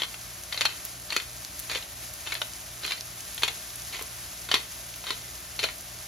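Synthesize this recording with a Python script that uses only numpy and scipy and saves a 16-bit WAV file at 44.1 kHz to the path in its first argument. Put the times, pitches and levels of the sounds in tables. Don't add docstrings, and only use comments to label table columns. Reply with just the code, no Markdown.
import sys
import numpy as np
from scipy import signal
from scipy.fft import rfft, irfft, next_fast_len
from scipy.io import wavfile

SR = 44100
rng = np.random.default_rng(int(sys.argv[2]) if len(sys.argv) > 2 else 0)


def persist_wave(psi):
    counts = np.round(np.clip(psi, -1, 1) * 32767).astype(np.int16)
    wavfile.write(sys.argv[1], SR, np.atleast_2d(counts).T)


N = 267907
SIZE = next_fast_len(N + SR)
HZ = np.arange(SIZE // 2 + 1) * SR / SIZE

# start_s, peak_db, bright_hz, knock_db, body_db, bright_db, crumble_ms
CORN_CRACKS = [(0.0189, -9.5, 3600, -12, 21, 16, 2), (0.0333, -12.5, 3800, -5, -9, 14, 1.9),
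               (0.0378, -27, 4100, -12, 10, 20, 3.8), (0.142, -25.5, 2570, -13, 13, 7, 3.3),
               (0.524, -18.5, 3040, -11, -17, -4, 7.3), (0.544, -19.5, 2390, -17, -15, 0, 3.4),
               (0.575, -14, 4360, -3, -25, 15, 2.5), (0.6086, -9, 2260, -2, -28, -2, 3.3),
               (0.6152, -11, 2200, -11, -18, 0, 2.1), (0.6525, -5, 4170, -24, -24, 10, 3.5),
               (0.6605, -16, 3000, -24, 14, 15, 4.5), (1.103, -19, 4330, -9, -19, 20, 3.5),
               (1.1225, -15, 4330, -1, -17, 3, 3), (1.1283, -19, 4400, -9, -17, 10, 1.8),
               (1.1637, -7.5, 2500, 4, 17.5, -0.5, 3.1), (1.1748, -19, 2700, -5, 0, 12, 4.4),
               (1.1996, -18, 4100, -6, -19, 8, 2), (1.697, -18, 4300, -3, 3, 5, 3.8),
               (1.7134, -18.5, 4350, -14, 12, 6, 5.8), (1.734, -28, 2300, -9, -9, 2, 2.5),
               (1.7485, -15.5, 3180, -2, -3, 12, 1.7), (1.755, -15, 3000, 14, 11, 10, 3),
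               (1.7645, -26, 3000, -4, -3, 6, 3), (1.824, -28, 4100, -8, -8, 7, 4),
               (2.27, -20, 3240, 6, -3, 10, 4.8), (2.3202, -16, 2220, -3, -21, 11, 6.9),
               (2.3511, -17.5, 3730, -7, -16, 19, 2.5), (2.416, -11, 3000, -15, 21, 10.5, 3.4),
               (2.8339, -21.5, 4200, -11, -17, 18, 2.5), (2.8443, -20, 4140, -9, 5, 5, 1.5),
               (2.849, -16, 4140, -5, -15, 0, 4.5), (2.8778, -18.5, 3160, -9, -11, 13, 1.3),
               (2.9082, -16.5, 4100, -11, -17, 3, 3.6), (2.9194, -13.5, 3900, -17, -24, 4, 3.3),
               (2.976, -27.5, 4350, -4, -9, 13, 6), (3.378, -20.5, 3450, -2, -15, 4, 4),
               (3.4212, -17.5, 2400, -1, -9, 6, 2.9), (3.433, -3, 3200, 2, 5, 8, 1.85),
               (3.448, -22, 2300, -3, 7, 3, 2.5), (3.478, -14, 3460, -16, 8, 4.5, 4.9),
               (3.925, -30, 4140, -5, -6, 6, 4), (3.943, -24.5, 1990, 7.5, -1, 6, 6.9),
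               (3.992, -23.5, 2260, -12, 26, 6, 2.9), (4.011, -22, 1910, 15, 18.5, 13, 4.2),
               (4.488, -22, 3600, -5, 25, 4, 5.7), (4.5146, -6, 3620, -11, 19, 6, 4.3),
               (4.54, -4, 3650, 2, 16, 10, 2.4), (4.5435, -8, 3500, -12, 8, 4, 3.3),
               (4.553, -12.5, 2380, -9, -3, 9, 2), (4.939, -29, 3350, 8, -7, 8, 3.5),
               (5.039, -26.5, 4380, -7, 22, 6, 5.6), (5.067, -22.5, 4000, -13, 24, 12, 3.5),
               (5.083, -25, 3100, -14, 6, 10, 4.2), (5.1046, -13, 4170, 4, 20.5, 8, 3.3),
               (5.5908, -13.5, 4460, -6, 15, 7, 4.9), (5.5973, -19, 4300, -9, 0, 13, 3.3),
               (5.629, -17, 4180, 10, -6, 12, 3.9), (5.637, -11, 4200, -9, 0, 10, 1.6),
               (5.64, -11, 3870, 0, 27, 6, 2.5), (5.6471, -20, 4200, -5, -3, 16, 4.7),
               (5.6869, -18.5, 2100, -18, 26, 11, 2)]
# start_s, held_s, level_db, rasp_hz, rasp_db
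HAND_TWISTS = [(0.0, 0.0073, -36, 3700, 3), (.53, 0.19, -42, 3080, 7), (1.105, 0.047, -37, 4400, 7.5),
               (1.699, 0.065, -35, 3270, -7), (2.264, 0.094, -40.5, 2270, -9),
               (2.836, 0.075, -35, 4100, 12), (3.43, 0.033, -35.5, 3380, 2), (3.93, 0.039, -40, 2920, 1),
               (4.512, 0.046, -32.5, 4100, 3), (5.069, 0.048, -35.5, 3830, 9),
               (5.6, 0.051, -39.5, 4640, -6)]
# pitch_hz, level_db, t60_s
MILL_MODES = [(410, -18, 0.022), (470, -1, 0.028), (610, -15, 0.019), (840, -34, 0.022),
              (1036, -20.5, 0.033), (1130, -27, 0.027), (1440, -12, 0.0098), (1750, -10.5, 0.0064),
              (2020, -12, 0.03), (2180, 4, 0.018), (2490, 2.5, 0.022), (2740, 3, 0.019), (3132, 5, 0.021),
              (3370, -1.5, 0.019), (3526, 6, 0.0085), (3777, 5, 0.013), (4110, 2, 0.031),
              (4413, 4.5, 0.015), (4600, -18.5, 0.023), (5320, 2, 0.0095), (6000, 1.5, 0.0065),
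              (6790, 2.5, 0.0079), (9010, 1.5, 0.0062), (10360, -3, 0.003), (13000, -39.5, .002)]


def from_db(db):
    return 10 ** (np.asarray(db) / 20)


def rms_one(x):
    return x / np.sqrt(np.mean(x ** 2) + 1e-20)


def at_hz(points, hz):
    point_hz, values = np.transpose(points)
    return np.interp(np.log(hz + 1), np.log(point_hz + 1), values)


def bell(hz, centre_hz, octaves):
    return np.exp(-(np.log2(hz / centre_hz) / octaves) ** 2)


def filtered(x, response):
    return irfft(rfft(x, SIZE) * response, SIZE)[..., :N]


def drift(rate_hz):
    return rms_one(filtered(rng.standard_normal(N), 1 / (1 + (HZ / rate_hz) ** 2)))


def grains(per_s, spread_db):
    sizes = from_db(spread_db * np.minimum(rng.exponential(1, N), 5)) * rng.choice([-1, 1], N)
    return sizes * (rng.random(N) < per_s / SR)


def add(track, start_s, sound):
    at = round(start_s * SR)
    track[..., at:at + sound.shape[-1]] += sound[..., :N - at]


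def stereo_bed(pair, spectrum):
    # pitch_hz, correlation
    likeness = [(60, .95), (140, .9), (250, .6), (1000, .5), (3000, .72), (6000, .65), (8000, .96),
                (17000, .97)]
    alike = at_hz(likeness, HZ)
    colour = from_db(at_hz(spectrum, HZ))
    mid = filtered(pair[0], colour * np.sqrt(1 + alike))
    side = filtered(pair[1], colour * np.sqrt(1 - alike))
    return rms_one(np.array([mid + side, mid - side]))


def kitchen(x, t60_s=0.27, wall_cut_hz=4200):
    t = np.arange(SR // 2) / SR
    dull = signal.lfilter(*signal.butter(1, wall_cut_hz, fs=SR), rng.standard_normal((2, len(t))))
    tail = dull * from_db(-60 * t / t60_s) * np.minimum(t / 0.013, 1)
    return signal.fftconvolve(x, tail / np.sqrt(np.sum(tail ** 2) / 2), axes=1)[:, :N]


def scattered(sound, echo_db=-4.5, t60_s=0.06):
    t = np.arange(2048) / SR
    path = rng.standard_normal((2, len(t))) * from_db(-60 * t / t60_s) * np.minimum(t / 0.00055, 1)
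    path = from_db(echo_db) * path / np.sqrt(np.sum(path ** 2) / 2)
    path[:, 0] += 1
    return signal.fftconvolve(sound[None], path, axes=1)


def rumble():
    # pitch_hz, gain_db
    colour = [(20, -28), (32, -29), (45, 1), (55, 0), (72, -0.5), (90, 0.5), (105, -5), (130, -9),
              (200, -6.5), (420, -10), (540, -10.5), (600, -2), (750, -5), (850, -10.5), (1300, -10),
              (3000, -12.5), (8000, -32)]
    return from_db(-50) * stereo_bed(rng.standard_normal((2, N)), colour)


def hum():
    # pitch_hz, level_db, left_over_right_db
    tones = [(53.2, -66, 0), (58.54, -59, 0), (80.1, -69, 0), (84.8, -65, 0), (117.08, -58, -4),
             (119.9, -63, -5), (157.5, -70, -5), (175.62, -65, -2), (196.5, -78, 8), (275.2, -71, 0),
             (314.9, -76, 6), (351.25, -70, -4)]
    t, out = np.arange(N) / SR, np.zeros((2, N))
    for hz, level_db, balance_db in tones:
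        tone = np.sqrt(2) * np.sin(2 * np.pi * (hz * t + rng.random()))
        tone *= from_db(level_db + 0.49 * drift(7.2))
        out += tone * from_db([[balance_db / 2], [-balance_db / 2]])
    return out


def sizzle():
    # time_s, level_db
    frying = [(0.0, -40), (0.57, -39.5), (2.15, -39.5), (2.97, -39.5), (3.5, -38.5), (4.56, -39),
              (6.07, -40.5)]
    # pitch_hz, gain_db
    colour = [(500, -20), (1000, -6), (2000, -3), (2800, -4), (4000, -2), (5000, -1), (6500, 0), (9000, 0),
              (11000, -2.5), (13000, -5), (15000, -1.5), (17000, -1.5)]
    fizz = rng.standard_normal((2, N)) * from_db(drift(16))
    for tick_hz in np.geomspace(5500, 15000, num=4):
        ticks = grains(70, spread_db=1.3) * from_db(2.5 * drift(8))
        fizz[0] += from_db(-15.5) * rms_one(filtered(ticks, bell(HZ + 1, tick_hz, octaves=0.85)))
    level_db = np.interp(np.arange(N) / SR, *np.transpose(frying))
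    return from_db(level_db) * stereo_bed(fizz, colour)


def spits(decay_s=0.00087):
    # start_s, peak_db, centre_hz
    drops = [(0.436, -23, 7000), (0.851, -14, 13000), (0.8577, -34, 6500), (0.999, -30, 11000),
             (1.4486, -19.5, 6260), (1.593, -17, 12600), (1.5987, -15, 12000), (2.1377, -22, 12800),
             (2.3404, -23, 12100), (2.3428, -20, 9900), (2.523, -36, 6500), (2.535, -22.5, 5900),
             (2.863, -22, 6100), (3.009, -19, 5100), (3.056, -25, 13500), (3.206, -24, 7550),
             (3.346, -19, 13600), (3.705, -26, 4500), (3.758, -20, 10500), (4.011, -24, 12000),
             (4.0242, -18, 11400), (4.7731, -30, 14500), (4.96, -20, 11500), (5.244, -30, 5600),
             (5.404, -24, 12500), (5.7597, -26, 10700), (5.809, -28, 11800)]
    out, t = np.zeros((2, N)), np.arange(512) / SR
    for (start_s, peak_db, centre_hz), noise in zip(drops, rng.standard_normal((len(drops), len(t)))):
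        band = signal.butter(1, [centre_hz / 1.37, min(centre_hz * 1.36, 19000)], "band", fs=SR)
        snap = signal.lfilter(*band, noise * np.exp(-t / decay_s))
        snap = from_db(peak_db) * snap / np.abs(snap).max()
        add(out, start_s, scattered(snap, echo_db=-7))
    return out


def body_modes(grip, detune_share=0.018):
    hz, level_db, t60_s = np.transpose(MILL_MODES)[:, :, None]
    t = np.arange(round(.04 * SR)) / SR
    gripped_hz = hz * (1 + detune_share * grip[:, None])
    return from_db(level_db - 60 * t / t60_s) * np.sin(2 * np.pi * gripped_hz * t), hz[:, 0]


def grit_level(bite_db_per_s=1200, ease_db_per_s=237, shards_db=-29.5, shards_t60_s=0.15):
    t = np.arange(N) / SR
    start_s, held_s, level_db = np.transpose(HAND_TWISTS)[:3, :, None]
    pressed_db = level_db - bite_db_per_s * np.maximum(start_s - t, 0)
    pressed_db -= ease_db_per_s * np.maximum(t - start_s - held_s, 0)
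    crack_s, peak_db = np.transpose(CORN_CRACKS)[:2]
    breaks = np.zeros(N)
    breaks[(crack_s * SR).astype(int)] = from_db(peak_db + shards_db)
    shards = signal.lfilter([1], [1, -from_db(-60 / (shards_t60_s * SR))], breaks + 1e-18)
    return np.hypot(from_db(pressed_db.max(axis=0)), shards)


def grinding():
    out = np.zeros((2, N))
    grit = grit_level() * rms_one(grains(4000, spread_db=2.5) * from_db(2.5 * drift(60)))
    grips = rng.standard_normal((len(HAND_TWISTS), len(MILL_MODES)))
    for (start_s, _, _, rasp_hz, rasp_db), grip in zip(HAND_TWISTS, grips):
        begin_s = max(start_s - .1, 0)
        rubbing = grit[round(begin_s * SR):round((start_s + .35) * SR)]
        modes, hz = body_modes(grip)
        low_cut_db = 3.5 / (1 + (hz / 1500) ** 4)
        body = from_db(rasp_db * bell(hz, rasp_hz, octaves=.12) - low_cut_db) @ modes
        rasp = signal.fftconvolve(rubbing, body / np.sqrt(np.sum(body ** 2)))
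        add(out, begin_s, scattered(rasp))
    return out


def cracks(treble_db=-0.1):
    out, t = np.zeros((2, N)), np.arange(1024) / SR
    draws = rng.standard_normal((len(CORN_CRACKS), len(t) + 2 * len(MILL_MODES)))
    for crack, draw in zip(CORN_CRACKS, draws):
        start_s, peak_db, bright_hz, knock_db, body_db, bright_db, crumble_ms = crack
        noise, mode_jitter, grip = np.split(draw, [len(t), len(t) + len(MILL_MODES)])
        uneven = noise * np.abs(noise)
        fractures = uneven * np.exp(-1e3 * t / crumble_ms) * np.minimum(t / 0.001, 1)
        fractures[60] += 5.5
        modes, hz = body_modes(grip)
        favour_db = bright_db * bell(hz, bright_hz, octaves=.2)
        favour_db += np.select([hz < 800, hz < 1750, hz > 5000], [knock_db, body_db, treble_db])
        ringing = from_db(favour_db + 1.8 * mode_jitter) @ modes
        crunch = scattered(signal.fftconvolve(fractures, ringing))
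        add(out, start_s, from_db(peak_db) * crunch / np.abs(crunch).max())
    return out


def scene():
    bass_cut = (1j * HZ / (300 + 1j * HZ)) ** 3
    mill = filtered(cracks() + grinding(), bass_cut)
    near = mill + spits()
    return near + from_db(-17) * kitchen(near) + sizzle() + rumble() + hum()


def record(dry):
    # pitch_hz, left_lead_rad
    port_phase = [(0, 0), (1000, -.3), (2500, 0), (5000, .5), (6600, -.8), (7900, -3.0), (8800, -3.3),
                  (10600, -6.2), (12400, -6.4), (14000, -9.3), (17000, -9.6)]
    # pitch_hz, left_over_right_db
    port_balance = [(60, 1), (130, 0), (290, 1.5), (640, -1), (1410, -0.5), (3100, 3), (6820, 0),
                    (15000, 0.2)]
    lead_rad = np.interp(HZ, *np.transpose(port_phase))
    left = np.exp(.5j * lead_rad) * from_db(at_hz(port_balance, HZ) / 2)
    ported = filtered(dry, np.array([left, 1 / left]))
    return signal.sosfilt(signal.cheby2(24, 80, 16300, fs=SR, output="sos"), ported)


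dry = scene()
out = record(dry)
persist_wave(out)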